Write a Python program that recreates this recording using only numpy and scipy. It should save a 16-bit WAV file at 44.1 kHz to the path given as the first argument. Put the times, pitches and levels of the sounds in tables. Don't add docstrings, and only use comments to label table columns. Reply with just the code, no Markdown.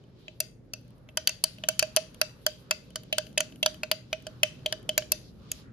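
import sys
import numpy as np
from scipy import signal
from scipy.fft import rfft, irfft
from scipy.io import wavfile
from scipy.ndimage import uniform_filter1d

SR = 44100
rng = np.random.default_rng(int(sys.argv[2]) if len(sys.argv) > 2 else 0)


def persist_wave(psi):
    counts = np.round(np.clip(psi, -1, 1) * 32767).astype(np.int16)
    wavfile.write(sys.argv[1], SR, np.atleast_2d(counts).T)


def natural_amplitude(level_db):
    exponent = np.asarray(level_db, float) / 20
    return 10 ** exponent


N = 252252

# f/Hz, time to fall 60 dB/s, left minus right level/dB, left lead/rad
BELL = (623, .15, -7.5, .2)
BELL_SPLIT_HZ, BELL_TWIN = 10.5, 0.9
# f/Hz, time to fall 60 dB/s, level against the bell/dB
THUD = (330, 0.016, -26)


def taps(bell_db=6, swell_s=0.00028, early_s=0.0006, bell_drift=0.009, small_hz=800):
    size, rows = 8192, tap_rows()
    t = np.arange(size) / SR
    swell = (1 - np.exp(-t / swell_s)) ** 2
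    hz = (BELL[0] - BELL_SPLIT_HZ / 2) * (1 + bell_drift * rng.standard_normal(len(rows)))
    beating = (1 + BELL_TWIN * np.exp(2j * np.pi * BELL_SPLIT_HZ * t)) / 2
    bell = (rings(hz, *BELL[1:], size) * beating).imag * swell
    thud = rings(np.array([THUD[0]]), THUD[1], 0, 0, size).imag
    bell = bell + natural_amplitude(THUD[2]) * thud
    glass = wall_modes(size=1600)
    clinks, bells = np.zeros((2, 2, N + size))
    for k, (s, ring_db, tap_db, spot) in enumerate(rows):
        start = int((s - early_s) * SR)
        clink = wall(tap_db, spot, *glass)
        bells[:, start:start + size] += natural_amplitude(bell_db + ring_db) * bell[:, k]
        clinks[:, start:start + clink.shape[1]] += clink
    clinks = signal.sosfilt(signal.butter(2, small_hz, "high", fs=SR, output="sos"), clinks)
    return (clinks + bells)[:, :N]


# t/s, wall level/dB, bell level/dB, hardness/dB, ring f/Hz
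RIM_TAPS = [
    (0.4031, -34.5, -42, 12, 2620),
    (0.7352, -36, -53, -4, 2640),
    (1.2924, -30, -48.5, -9, 2650),
    (3.379, -23.5, -73, -8.5, 3120),
    (5.5155, -38, -58, 10, 6530),
]
LIP_TAPS = [
    (1.2727, -22, -51, 0, 3060),
    (1.439, -28, -40.5, 11, 2900),
    (1.793, -22, -52, 0, 2860),
    (1.9629, -26.5, -62, 7, 3090),
    (5.119, -31.5, -39, 15, 2680),
]
WET_TAPS = [
    (0.2807, -35.5, -53, -22, 2520),
    (3.1267, -21.5, -34, 0.5, 3100),
    (3.3758, -21, -32, 3, 2350),
    (3.6285, -18.5, -34.5, -1, 3090),
    (4.4315, -14, -29.5, 2.5, 2330),
    (4.66, -21.5, -33.5, -1.5, 3050),
    (4.8911, -21.5, -33.5, 0, 3100),
]
PASTE_TAPS = [
    (1.0886, -46.5, -59, -19.5, 2250),
    (1.6372, -29, -42, -15.5, 3170),
    (1.9687, -23.5, -25.5, 13, 2920),
    (3.8327, -26.5, -38, 0, 2380),
    (4.1288, -24.5, -33, -4.5, 2400),
    (5.0219, -39, -51, -15.5, 3100),
]
LOW_TAPS = [(1.172, -25, -37, -1.5, 3050), (1.6866, -24, -31, 7, 2930), (1.8256, -23.5, -28.5, -10, 2650),
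            (2.214, -21.5, -32, 1, 2790), (2.4644, -22.5, -30.5, 1, 3030), (2.7095, -21.5, -35.5, -2, 2640),
            (2.9575, -33, -45, 0.5, 3040), (3.1819, -23.5, -32, -3.5, 3230),
            (3.4046, -23.5, -33.5, -5.5, 6560), (3.6606, -21, -28.5, -0.5, 3040),
            (3.914, -22.5, -32, 0, 2850), (4.2675, -38, -41, -7, 2960), (4.7246, -26, -37, -8.5, 3070),
            (4.9778, -22.5, -30, 3.5, 2640)]
# t/s, wall level/dB, hardness/dB
TOUCHES = [(0.038, -64, -10), (0.811, -76, 15), (0.879, -76, 15), (0.905, -73.5, 13), (0.981, -79, 20),
           (1.037, -91, 4), (1.5834, -49.5, -9), (2.1448, -55, 10), (2.2934, -53, -14), (2.9042, -58, 4),
           (3.0338, -57, 8), (3.267, -49, -2), (3.328, -65, 8), (3.5223, -51.5, -8), (3.5582, -57, 3.5),
           (3.7435, -47.5, -2), (4.2017, -57, -10.5), (4.223, -62, 11), (4.591, -58, -13),
           (4.8282, -63.5, 7)]
TOUCH_BELL_DB, TOUCH_HZ = -11, 3100
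# low wall, high wall, rod level against middle wall/dB, left minus right level/dB
SPOT_DB = [
    (-12, 4.5, 2, 1.5),
    (-10, 5, 1, 1.5),
    (-22, -10, -13, 0),
    (-9.5, -7, -14.5, 1.5),
    (-5.5, 2, -2.5, 0),
    (-10, -7, -6.5, 3),
]
# low f/Hz, high f/Hz, rod f/Hz, and its rattle length/ms
SPOT_HZ = [
    (1900, 5770, 9520, 3.3),
    (1600, 4750, 10500, 3.52),
    (2050, 3000, 9500, 3.76),
    (1950, 2600, 9500, 2.74),
    (1500, 4750, 9200, 3.26),
    (2000, 2200, 10000, 2.9),
]
HARDNESS_SHARE = [0.15, 0.11, 0.39, 0.87]


def tap_rows():
    touches = [(s, db, db + TOUCH_BELL_DB, hard_db, TOUCH_HZ) for s, db, hard_db in TOUCHES]
    kinds = RIM_TAPS, LIP_TAPS, WET_TAPS, PASTE_TAPS, LOW_TAPS, touches
    rows = []
    for kind, spot_db, spot_hz in zip(kinds, SPOT_DB, SPOT_HZ):
        low, high, rod, pan_db = spot_db
        low_hz, high_hz, rod_hz, rattle_ms = spot_hz
        for s, db, ring_db, hard_db, hz in kind:
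            tap_db = db + np.array([low, 0, high, rod]) + hard_db * np.array(HARDNESS_SHARE)
            rows.append((s, ring_db, tap_db, (low_hz, hz, high_hz, rod_hz, rattle_ms, pan_db)))
    return rows


RING_DB, RING_REACH = 14, 0.09


def wall(tap_db, spot, hz, family, modes, favour_db=3, reach=0.13, chance_db=0.5, turn=0.96, lean_db=-1.2):
    *favoured_hz, rattle_ms, pan_db = spot
    chance = rng.standard_normal((3, len(hz)))
    favour = favour_db * np.exp(-(np.log(hz[:, None] / favoured_hz) / reach) ** 2).max(axis=1)
    favour = favour + RING_DB * np.exp(-(np.log(hz / favoured_hz[1]) / RING_REACH) ** 2)
    share = natural_amplitude(favour + chance_db * chance[0]) * np.exp(1j * turn * chance[1:])
    member = family == np.arange(4)[:, None]
    groups = np.einsum("km,pm,pmt->kpt", member, share, modes, optimize=True).imag
    groups = signal.fftconvolve(groups, chatter(rattle_ms, size=900)[None], axes=2)
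    groups = groups / np.sqrt(np.sum(groups ** 2, axis=(1, 2), keepdims=True) / 400)
    pan = natural_amplitude((pan_db + lean_db) * np.array([[0.5], [-0.5]]))
    return np.tensordot(natural_amplitude(tap_db), groups, axes=1) * pan


SCATTER_TOP_HZ = 5000


def chatter(rattle_ms, size, density=0.27, rise_s=0.00096, stretch=0.97, spread_db=3.0,
            scatter_db=-10, scatter_s=0.0057):
    t, chance = np.arange(size) / SR, rng.standard_normal((2, size))
    contacts = (rng.random(size) < density) * np.sign(chance[0]) * natural_amplitude(spread_db * np.abs(chance[0]))
    contacts = contacts * np.exp(-(1000 * t / (stretch * rattle_ms)) ** 4)
    soft = signal.butter(2, SCATTER_TOP_HZ, fs=SR, output="sos")
    tail = natural_amplitude(scatter_db) * np.exp(-t / scatter_s) * signal.sosfilt(soft, chance[1])
    return (contacts + tail)[None] * (1 - np.exp(-t / rise_s))


# f/Hz, level/dB, time to fall 60 dB/s
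MODES = [(1010, -9, 0.025), (1435, -1.5, 0.016), (1561, 7.5, 0.01), (1696, -11.5, 0.031),
         (2220, -4.5, 0.0037), (2230, -1.5, 0.004), (2520, 2, 0.015), (2562, -8, 0.075), (2670, 9, 0.12),
         (3060, -8, .018), (3090, 12, 0.012), (3042, 2.5, 0.072), (3940, 0, 0.06), (4370, -10, 0.01),
         (4696, 0.5, 0.02), (4920, -6, 0.03), (5230, -14.5, 0.045), (5910, 3, 0.012), (6510, -8, 0.012),
         (7040, -3, 0.021), (7105, -2, 0.018), (9370, -1.5, 0.0089), (10020, 3, 0.004), (11280, -3, 0.017),
         (13700, -14.5, 0.0067), (13350, 2, 0.019)]
FAMILY_EDGES_HZ = [900, 2050, 4000, 7700, 16000]
# lowest f/Hz, highest f/Hz, level/dB
CROWD = (950, 14800, -8)
CROWD_T60_S, MOST_CYCLES = 0.004, 80
# f/Hz, left minus right level/dB
PORT_BALANCE = [(60, -0.5), (110, 0.0), (200, -0.5), (380, -2.0), (700, -13.5), (1290, -2), (2380, 0),
                (4400, 8), (8120, -8), (15000, -1.5)]
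# f/Hz, left lead/rad
PORT_PHASE = [(0, 0), (1890, -0.6), (2410, 0.9), (3960, -0.2), (4570, 0.9), (5510, -3.2), (6030, -2.5),
              (6890, -8.0), (9130, -10.9), (9910, -10.6), (10600, -12.1), (12400, -12.7), (15200, -15.6),
              (16700, -15.8)]


def wall_modes(size, count=36):
    hz, db, t60 = np.transpose(MODES)
    t60 = np.append(np.minimum(t60, MOST_CYCLES / hz), np.full(count, CROWD_T60_S))
    hz = np.append(hz, np.geomspace(*CROWD[:2], count))
    db = np.append(db, np.full(count, CROWD[2]))
    lead = np.interp(hz, *np.transpose(PORT_PHASE))
    ring = rings(hz, t60, on_log(PORT_BALANCE, hz), lead, size)
    family = np.searchsorted(FAMILY_EDGES_HZ[1:-1], hz)
    for k in range(4):
        edges = [0.9 * FAMILY_EDGES_HZ[k], 1.1 * FAMILY_EDGES_HZ[k + 1]]
        band = signal.butter(2, edges, "bandpass", fs=SR, output="sos")
        ring[:, family == k] = signal.sosfilt(band, ring[:, family == k])
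    return hz, family, natural_amplitude(db)[:, None] * ring


def rings(hz, t60, balance_db, lead, size):
    ring = np.exp(np.outer(2j * np.pi * hz - np.log(1000) / t60, np.arange(size) / SR))
    side = np.array([[0.5], [-0.5]])
    return (natural_amplitude(side * balance_db) * np.exp(1j * side * lead))[..., None] * ring


# t/s, pressure level/dB, dryness/dB
STIR = [(0.0, -72, -12), (0.13, -78.5, 4), (0.2, -72, 7.5), (0.36, -71, -4.5), (0.561, -91.5, -14.5),
        (0.72, -77.5, 0), (0.8, -77, 16), (1.16, -71, -3.5), (1.309, -70.5, 6.5), (1.89, -63, -1),
        (2.83, -65.5, 1), (3.79, -66, 0), (4.05, -68.5, -8), (4.399, -66, 0.5), (5.15, -67, 1),
        (5.379, -67.5, -4), (5.6, -62, 8), (5.72, -84, -24)]
# f/Hz, width/Hz
SCRAPE_BANDS = [
    (1150, 920),
    (3700, 2600),
    (11300, 3400),
]
# level/dB, share of dryness 0-1
SCRAPE_DB = [
    (-5, 0.15),
    (-1.5, 0),
    (-13.5, 0.91),
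]


def scrape(patchy_db=3.5, flutter_db=6.0):
    s, *controls = np.transpose(STIR)
    pressure_db, dry_db = (np.interp(np.arange(N) / SR, s, c) for c in controls)
    out = 0
    for (hz, width_hz), (db, share) in zip(SCRAPE_BANDS, SCRAPE_DB):
        grains = rng.standard_normal((2, N)) * natural_amplitude(2.1 * rng.exponential(size=N))
        band = signal.butter(2, [hz - width_hz / 2, hz + width_hz / 2], "bandpass", fs=SR, output="sos")
        level_db = db + pressure_db + share * dry_db
        gain = natural_amplitude(level_db + patchy_db * walk(8.7) + share * flutter_db * walk(36))
        out = out + gain * unit(signal.sosfilt(band, grains))
    return out


# t/s, length/s, level/dB, f/Hz
DRAGS = [
    (0.153, 0.24, -67.5, 3670),
    (0.066, 0.049, -80, 1950),
    (0.835, 0.28, -73, 1110),
    (2.523, 0.3, -69.5, 1300),
    (4.253, 0.17, -64, 1300),
    (5.198, 0.13, -61, 4540),
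    (5.366, 0.17, -64.5, 1180),
    (5.53, 0.11, -64, 4600),
    (5.604, 0.13, -64.5, 1500),
]


def drags(spread=0.2, patchy_db=-1.0):
    out = np.zeros((2, N))
    noise = rng.standard_normal((2, N)) * natural_amplitude(patchy_db * walk(17))
    for s, length, db, hz in DRAGS:
        band = signal.butter(2, [hz * (1 - spread), hz * (1 + spread)], "bandpass", fs=SR, output="sos")
        span = np.arange(int(s * SR), min(int((s + length) * SR), N))
        swell = np.sin(np.pi * (span / SR - s) / length)
        out[:, span] += natural_amplitude(db) * swell * unit(signal.sosfilt(band, noise[:, span]))
    return out


def spray(x, low_hz=1500):
    treble = signal.butter(2, low_hz, "high", fs=SR, output="sos")
    crack = np.abs(signal.sosfilt(treble, x)) * rng.standard_normal(x.shape)
    crack = signal.sosfilt(treble, crack)
    crack = signal.sosfilt(signal.butter(1, 6000, fs=SR, output="sos"), crack)
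    return natural_amplitude(-2) * x + natural_amplitude(0.5) * crack


# f/Hz, time to fall 60 dB/s
ROOM_T60 = [(300, 0.13), (1000, 0.4), (3000, 0.3), (6000, 0.29), (10000, 0.4), (15000, 0.28)]
# f/Hz, level against the direct sound/dB
ROOM_DB = [(300, -18.5), (620, -22), (1100, -17), (3000, -14), (6000, -14.5), (8300, -22.5), (10000, -26.5),
           (15000, -28)]


def room(x, gap_s=0.0091, build_s=0.0028):
    t = np.arange(32768) / SR
    tail = 0
    for hz, band in bands(rng.standard_normal((2, len(t))), count=13):
        t60 = on_log(ROOM_T60, hz)
        fade = np.exp(-np.log(1000) * t / t60) / np.sqrt(t60 * SR / 14)
        tail = tail + natural_amplitude(on_log(ROOM_DB, hz)) * band * fade
    tail = tail * (1 - np.exp(-np.maximum(t - gap_s, 0) / build_s))
    return signal.fftconvolve(x, tail, axes=1)[:, :N]


# f/Hz, level per Hz/dB
AIR = [(25, -6.5), (45, -1.5), (85, -4), (125, 1), (240, -3.5), (400, -12.5), (600, -12), (800, -30.5),
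       (1500, -31), (3000, -45), (7000, -51.5), (14000, -60)]
# f/Hz, likeness 0-1
AIR_ALIKE = [(30, .92), (130, .88), (300, .7), (700, .45), (1500, .3), (6000, .1)]
AIR_DB, AIR_RISE_DB_PER_S = -53, 0.43
# f/Hz, width/Hz, level/dB
HUM = (120, 1.3, -59.5)


def ventilation(swell_db=-1.7, flicker_db=2.83):
    out, swell = 0, walk(0.27)
    for hz, (mid, side) in bands(rng.standard_normal((2, N)), count=19):
        alike = np.clip(on_log(AIR_ALIKE, hz), 0, 1)
        pair = np.sqrt(1 + alike) * mid + np.sqrt(1 - alike) * side * np.array([[1], [-1]])
        out = out + natural_amplitude(on_log(AIR, hz) + swell_db * swell + flicker_db * walk(2.6)) * pair
    hum = signal.lfilter(*signal.iirpeak(HUM[0], HUM[0] / HUM[1], fs=SR), rng.standard_normal(N))
    air = unit(out) * natural_amplitude(AIR_DB + AIR_RISE_DB_PER_S * np.arange(N) / SR)
    return air + unit(hum) * natural_amplitude(HUM[2])


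def dull(x, dip_hz=8250, dip_width_hz=600, top_hz=13800):
    x = signal.lfilter(*signal.iirnotch(dip_hz, dip_hz / dip_width_hz, fs=SR), x)
    return signal.sosfilt(signal.ellip(6, 0.5, 40, top_hz, fs=SR, output="sos"), x)


def on_log(table, hz):
    f, value = np.transpose(table)
    return np.interp(np.log(np.maximum(hz, 1)), np.log(np.maximum(f, 1)), value)


def unit(x):
    return x / np.sqrt(np.mean(x ** 2))


def walk(rate):
    k = int(SR / rate)
    held = np.repeat(rng.standard_normal(N // k + 1), k)
    return uniform_filter1d(uniform_filter1d(held, k), k)[:N]


def bands(x, count):
    size = x.shape[-1]
    spectrum = rfft(x)
    octave = np.log2(np.maximum(np.arange(size // 2 + 1) * SR / size, 1))
    for hz in 16000 / 2 ** (np.arange(count) / 2):
        weight = np.cos(np.pi * np.clip(octave - np.log2(hz), -0.5, 0.5)) ** 2
        yield hz, irfft(spectrum * weight, size)


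def scene():
    beaker = taps()
    return beaker + dull(room(spray(beaker)) + scrape() + drags() + ventilation())


def band_limit(x):
    return signal.sosfilt(signal.butter(12, 17140, fs=SR, output="sos"), x)


def record(dry):
    bass = signal.butter(4, 40, "high", fs=SR, output="sos")
    top = signal.butter(12, 14500, fs=SR, output="sos")
    heard = signal.sosfilt(np.vstack([bass, top]), 1.1 * np.tanh(dry))
    return band_limit(heard)


dry = scene()
out = record(dry)
persist_wave(out)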